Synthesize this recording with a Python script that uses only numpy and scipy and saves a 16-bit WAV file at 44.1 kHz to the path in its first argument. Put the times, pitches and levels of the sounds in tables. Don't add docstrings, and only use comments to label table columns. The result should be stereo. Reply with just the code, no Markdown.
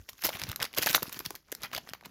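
import sys
import numpy as np
from scipy import signal
from scipy.fft import rfft, irfft, next_fast_len
from scipy.io import wavfile
from scipy.ndimage import uniform_filter1d

SR = 44100
rng = np.random.default_rng(int(sys.argv[2]) if len(sys.argv) > 2 else 0)


def volts(x):
    e = np.asarray(x, float) / 20
    return 10 ** e


def inscribe(sig):
    pcm = np.round(np.clip(np.atleast_2d(sig).T, -1, 1) * 32767)
    wavfile.write(sys.argv[1], SR, pcm.astype(np.int16))


N = 92610


def unit(x):
    return x / np.sqrt(np.mean(x ** 2) + 1e-20)


def along(points, hz):
    f, value = np.transpose(points)
    return np.interp(np.log(hz + 1), np.log(f + 1), value)


def over_time(points):
    return volts(np.interp(np.arange(N) / SR, *np.transpose(points)))


def filtered(x, response):
    size = next_fast_len(x.shape[-1] + 4096)
    return irfft(rfft(x, size) * response(np.fft.rfftfreq(size, 1 / SR)), size)[..., :x.shape[-1]]


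def placed(starts, shapes):
    first = np.round(starts * SR).astype(int)[:, None]
    at = np.clip(first + np.arange(shapes.shape[-1]), 0, N)
    return np.array([np.bincount(at.ravel(), s.ravel(), N + 1)[:N] for s in shapes])


def ring(f, centre, wide):
    return 1j * f * centre * wide / (centre * centre - f * f + 1j * f * centre * wide)


# t/s, level/dB, colour f/Hz
GRIP_SNAPS = [(0.0896, -30, 3020), (0.0907, -38, 3050), (0.0939, -33.5, 4540), (0.2205, -29, 8400),
              (0.2378, -19.5, 7100), (0.2399, -28, 6500), (0.246, -23, 5000), (.2515, -21, 3000),
              (.255, -26, 4500), (.2608, -24, 6960), (0.2671, -16, 11600), (.2729, -26, 8200),
              (0.2907, -22.5, 1940), (0.397, -26, 6700), (.4167, -22, 3630), (0.423, -39, 4000),
              (0.4289, -34, 4500), (0.4398, -32, 3050), (0.4362, -23, 5740), (0.4902, -27, 8320),
              (0.4973, -28, 3300), (0.5121, -36, 2540), (0.5158, -22, 6800), (0.56, -21.5, 6760),
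              (.6011, -27, 2820), (0.6064, -34, 3650), (0.6166, -23.5, 2640), (0.6237, -25, 4000),
              (0.6245, -22.5, 2330), (0.6277, -15, 4240), (0.6275, -16, 10700), (0.6423, -23.5, 4630),
              (0.6516, -22.5, 4470), (0.6552, -29, 5000)]
# t/s, level/dB, colour f/Hz
TEAR_SNAPS = [(.7298, -35.5, 6530), (0.7384, -32.5, 2510), (0.7472, -31, 5300), (0.766, -30, 8400),
              (0.776, -19, 4160), (0.7841, -12.5, 8500), (0.8245, -18.5, 5980), (0.8321, -17.5, 6100),
              (0.842, -26, 5900), (.8474, -31.5, 7280), (0.856, -36, 6900), (.861, -13.5, 6360),
              (0.8697, -18, 7400), (0.8893, -17.5, 4100), (0.8952, -19.5, 5000), (0.9, -27, 6500),
              (0.9094, -24.5, 4770), (0.9298, -19, 6700), (0.9403, -21.5, 4580), (0.9456, -13, 4000),
              (0.9482, -7, 3630), (0.9598, -16, 5900), (.9672, -22, 6700), (0.985, -34.5, 6400),
              (1.0232, -30.5, 2390), (1.0291, -17, 12600), (1.0297, -26, 1480)]
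# t/s, level/dB, colour f/Hz
TURN_SNAPS = [(1.0943, -30, 6850), (1.0965, -37.5, 1500), (1.126, -27, 7600), (1.13, -29, 6840),
              (1.144, -32, 3000), (1.0565, -53, 3000), (1.069, -39, 7200), (1.084, -38, 4400),
              (1.121, -36.5, 1780), (1.165, -39.5, 1290), (1.1913, -23, 8300), (1.2521, -31.5, 5100),
              (1.2579, -33, 5300), (1.2605, -21, 5900), (1.3061, -23.5, 6500), (1.3527, -29, 5400),
              (1.3588, -34, 6600), (1.5182, -20.5, 9000), (1.5238, -24, 7100), (1.5499, -25.5, 8300),
              (1.619, -36, 6470), (1.6336, -22.5, 5750), (1.6575, -33, 2080), (1.7151, -37, 2240),
              (1.7314, -28, 3530), (1.738, -32, 2900), (1.7482, -22, 4100), (1.7495, -27.5, 2920),
              (1.7636, -28.5, 5730), (1.7782, -25.5, 4970), (1.8898, -32.5, 3220), (1.8964, -34, 6350),
              (1.9348, -25, 3980), (2.0574, -32, 6150)]
# t/s, level/dB, colour f/Hz
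FAINT_TICKS = [(0.1314, -39.5, 4700), (.181, -44, 7100), (0.1916, -41.5, 2080), (.3373, -36, 6140),
               (0.3518, -30, 2720), (.3561, -35, 2600), (0.3593, -34, 5560), (0.3697, -30.5, 3660),
               (0.3811, -44, 1590), (.4096, -44, 5000), (.4682, -35.5, 2530), (.5291, -32, 1800),
               (0.663, -34, 1800), (0.7515, -35.5, 6260), (1.485, -51, 1170), (1.607, -46.5, 2600),
               (1.8739, -41.5, 1290), (2.0097, -45, 1480), (2.036, -48.5, 1510)]
# f/Hz, level/dB
FOIL_TONE = [(150, 5), (500, 3.5), (1500, 2), (4000, 0.5), (6500, -0.5), (9000, 2), (13000, 0.5),
             (16500, -6)]


def snaps():
    t60_s, rise_s, level_db = 0.008, 0.0003, -4.5
    panel_octaves, panel_wide, panel_db = 1.56, 0.13, -5
    start, db, hz = np.transpose(GRIP_SNAPS + TEAR_SNAPS + TURN_SNAPS + FAINT_TICKS)
    colour = hz[:, None]
    t = np.arange(512) / SR
    draw = rng.standard_normal((2, len(start), 513))
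    away = panel_octaves * np.abs(draw[..., :1])
    low = np.clip(colour * 2 ** -away[0], 500, 15000)
    high = np.clip(colour * 2 ** away[1], 500, 15000)

    def tone(f):
        edge = 1.56 * colour
        thin = 1j * f / (0.16 * colour + 1j * f)
        flat = 0.31 * (edge / (edge + 1j * f)) ** 3 * thin
        panels = volts(panel_db) * (ring(f, low, panel_wide) + ring(f, high, panel_wide))
        return volts(along(FOIL_TONE, f)) * (flat + ring(f, colour, 1) + panels)

    burst = draw[..., 1:] * volts(-60 * t / t60_s) * (1 - np.exp(-t / rise_s))
    burst = filtered(burst, tone)
    early = np.sqrt(np.mean(burst[..., :44] ** 2, axis=-1, keepdims=True))
    return placed(start, volts(db + level_db)[:, None] * burst / early)


def grains(spectrum, hiss):
    grains_a_s, pitch_hz, spread, cycles, size_db = 3500, 5000, 0.917, 1.6, 22
    draw = rng.random((int(grains_a_s * N / SR), 6))
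    t = np.arange(128) / SR
    octave = spread * 3.272 * (draw[:, 1] + draw[:, 2] - 1) / 1.497
    hz = np.clip(pitch_hz * np.exp(octave), 200, 16000)[:, None]
    size = volts(size_db * draw[:, 3:4] ** 2) * np.sqrt(hz)
    phase = draw[:, 4:].T[:, :, None]
    envelope = size * t * hz * np.exp(-t * hz / cycles * 2)
    shapes = envelope * np.sin(2 * np.pi * (hz * t + phase))
    mix = unit(placed(draw[:, 0] * N / SR, shapes)) + hiss * rng.standard_normal((2, N))
    return unit(filtered(mix, lambda f: volts(along(spectrum, f))))


def patchy(x):
    z = signal.stft(x, nperseg=256)[2]
    field = rng.standard_normal(z.shape[1:])
    field = uniform_filter1d(field, size=7, axis=0)
    field = uniform_filter1d(field, size=4, axis=1)
    patches = volts(3.5 * unit(field))
    return unit(signal.istft(z * patches, nperseg=256)[1][:, :N])


# centre t/s, half length t/s, level/dB
TEAR_SWELLS = [(0.094, 0.009, -44), (0.188, 0.019, -59.5), (0.22, 0.015, -50.5), (0.251, .014, -26),
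               (0.278, 0.0088, -39), (0.293, 0.0073, -37), (0.341, 0.027, -39.5), (0.396, 0.0097, -37),
               (0.42, 0.015, -42), (0.485, 0.029, -43.5), (0.518, 0.0093, -46), (0.612, 0.015, -33),
               (0.631, 0.013, -38), (0.647, 0.021, -38.5), (0.719, 0.024, -56.5), (0.781, 0.015, -26.5),
               (0.826, 0.014, -29.5), (0.871, 0.012, -28), (0.904, 0.012, -30.5), (0.932, 0.0083, -35.5),
               (0.957, 0.011, -24)]
# centre t/s, half length t/s, level/dB
TURN_SWELLS = [(1.028, 0.0069, -39.5), (1.067, 0.02, -48.5), (1.133, 0.021, -45), (1.167, 0.015, -46),
               (1.204, 0.0071, -42), (1.258, 0.01, -38), (1.36, 0.0064, -48), (1.525, 0.0033, -33),
               (1.623, 0.022, -50), (1.644, 0.019, -35), (1.736, 0.0095, -36), (1.75, 0.0084, -40),
               (1.764, 0.008, -34), (1.781, 0.0045, -29.5), (1.889, 0.031, -51), (1.948, 0.0071, -47),
               (2.055, 0.0086, -41.5)]
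# t/s, level/dB
GRIP_RUSTLE = [(0, -62), (.05, -67.5), (.16, -63.5), (.21, -73), (.32, -52), (.5, -45.5), (.55, -51.5),
               (.71, -63), (.8, -49), (1.05, -52.5), (1.2, -57), (1.36, -55.5), (1.44, -70.5),
               (1.49, -60.5), (1.85, -54.5), (1.99, -64.5), (2.1, -54)]
# f/Hz, level/dB
RUSTLE_TONE = [(60, 20), (250, 17), (1000, -1), (4000, -5.5), (9000, 3.5), (16000, -11)]
# t/s, treble level/dB
FOIL_FACING = [
    (.26, 7.5),
    (.6, -15),
    (.85, 7),
    (1.3, 3),
    (1.7, -5),
]


def crackle():
    facing_hz, rise_share = 4000, 0.75
    t = np.arange(N) / SR
    swells = np.zeros(N)
    for centre, half, db in TEAR_SWELLS + TURN_SWELLS:
        length = half * np.where(t < centre, rise_share, 1)
        swells += volts(db) * np.exp(-((t - centre) / length) ** 2)
    fine = swells * patchy(grains(FOIL_TONE, hiss=1))
    fine = fine + over_time(GRIP_RUSTLE) * grains(RUSTLE_TONE, hiss=0.63)
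    dull = filtered(fine, lambda f: 1 / (1 + (f / facing_hz) ** 2))
    return dull + over_time(FOIL_FACING) * (fine - dull)


def pushes(table, cycles):
    out, t = np.zeros((2, N)), np.arange(N) / SR
    for centre, db, hz in table:
        turns = (t - centre) * hz
        swing = np.sin(2 * np.pi * (turns + rng.random((2, 1))))
        out += volts(db) * np.exp(-(turns / cycles) ** 2) * swing
    return out


# centre t/s, level/dB, pitch f/Hz
POUCH_PUFFS = [(.226, -28, 1930), (.2895, -24.5, 700), (.2925, -24.5, 650), (.304, -29, 1200),
               (.5957, -33.5, 910), (.778, -26, 660), (.789, -22.5, 438), (.862, -25, 545),
               (.949, -13.5, 1180), (.9802, -21.5, 1170), (1.024, -28.5, 404), (1.057, -35, 1200),
               (1.2035, -37.5, 342), (1.2063, -30, 1170), (1.3075, -30.5, 980), (1.31, -36, 400),
               (1.3461, -39, 1100), (1.5265, -31, 430), (1.658, -42, 1520), (1.778, -33.5, 870),
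               (1.873, -45, 800), (1.935, -37, 1280), (1.95, -38, 1000), (2.028, -44, 825)]


def puffs():
    return pushes(POUCH_PUFFS, cycles=0.65)


# centre t/s, level/dB, pitch f/Hz
HAND_THUMPS = [(.005, -37.5, 55), (.03, -48.5, 60), (.13, -50, 65), (.35, -37.5, 151), (.425, -37.5, 90),
               (.445, -34.5, 143), (.486, -34.5, 109), (.498, -27, 78), (.636, -53, 103),
               (.792, -32.5, 126), (.903, -34.5, 143), (1.033, -33.5, 136), (1.082, -35.5, 221),
               (1.17, -37, 206), (1.206, -48, 65), (1.265, -37.5, 200), (1.272, -38, 92.4),
               (1.641, -40, 152.5), (1.761, -40, 122), (1.916, -41, 143), (2.068, -40.5, 184)]


def thumps():
    return pushes(HAND_THUMPS, cycles=0.38)


# f/Hz, time to fall 60 dB t/s
WALL_T60 = [(300, 0.17), (12000, 0.17)]


def walls(x):
    stretch, delay = 8192, 90
    out = np.zeros((2, N + SR))
    for start in range(0, N, stretch):
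        hz, t, z = signal.stft(rng.standard_normal((2, SR // 4)), SR, nperseg=256)
        fade = volts(-60 * t / along(WALL_T60, hz)[:, None])
        tail = signal.istft(z * fade, SR, nperseg=256)[1]
        wet = signal.fftconvolve(x[:, start:start + stretch], tail / np.linalg.norm(tail[0]), axes=1)
        out[:, start + delay:start + delay + wet.shape[1]] += wet
    return volts(-14.5) * out[:, :N]


# f/Hz, level/dB
ROOM_COLOUR = [(60, 16), (200, -21), (800, -42.5), (16000, -24)]


def room_tone():
    noise = rng.standard_normal((2, N))
    return volts(-66) * unit(filtered(noise, lambda f: volts(along(ROOM_COLOUR, f))))


# f/Hz, phase [radians]
PORT_TURN = [(2000, .1), (2900, 1), (5000, 1), (5800, -1.2), (7800, -2.95), (9700, -3.4), (12900, -6.1),
             (16500, -6.3)]


def ports(pair, alike):
    def shares(hz):
        half = np.arccos(np.clip(along(alike, hz), 0, 1)) / 2
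        return np.array([np.cos(half), np.sin(half)])

    def turn(hz):
        return np.exp(0.5j * np.outer([1, -1], along(PORT_TURN, hz)))

    same, different = filtered(pair, shares)
    return filtered(np.array([same + different, same - different]), turn)


# f/Hz, likeness [0 to 1]
SOFT_ALIKE = [(2000, .935), (4000, .75), (5600, .5), (7800, .98), (9600, .975), (10500, .7), (13000, .975)]
# f/Hz, likeness [0 to 1]
SHARP_ALIKE = [(2000, .935), (4000, .75), (5600, .55), (8700, .78), (10500, .7), (13000, .97)]


def scene():
    sharp = snaps()
    soft = crackle() + puffs()
    around = walls(soft + sharp) + thumps() + room_tone()
    return ports(sharp, SHARP_ALIKE) + ports(soft + around, SOFT_ALIKE)


def roll_off(x):
    return signal.sosfilt(signal.butter(12, 16990, fs=SR, output="sos"), x)


def record(dry):
    low_hz, top_hz, top_steep, left_db = 55, 15800, 70, 0.35

    def band(hz):
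        bass = (1j * hz / (low_hz + 1j * hz)) ** 2
        return bass / (1 + (hz / top_hz) ** top_steep)

    mix = filtered(dry, band) * volts([[left_db], [-left_db]])
    return roll_off(mix)


dry = scene()
out = record(dry)
inscribe(out)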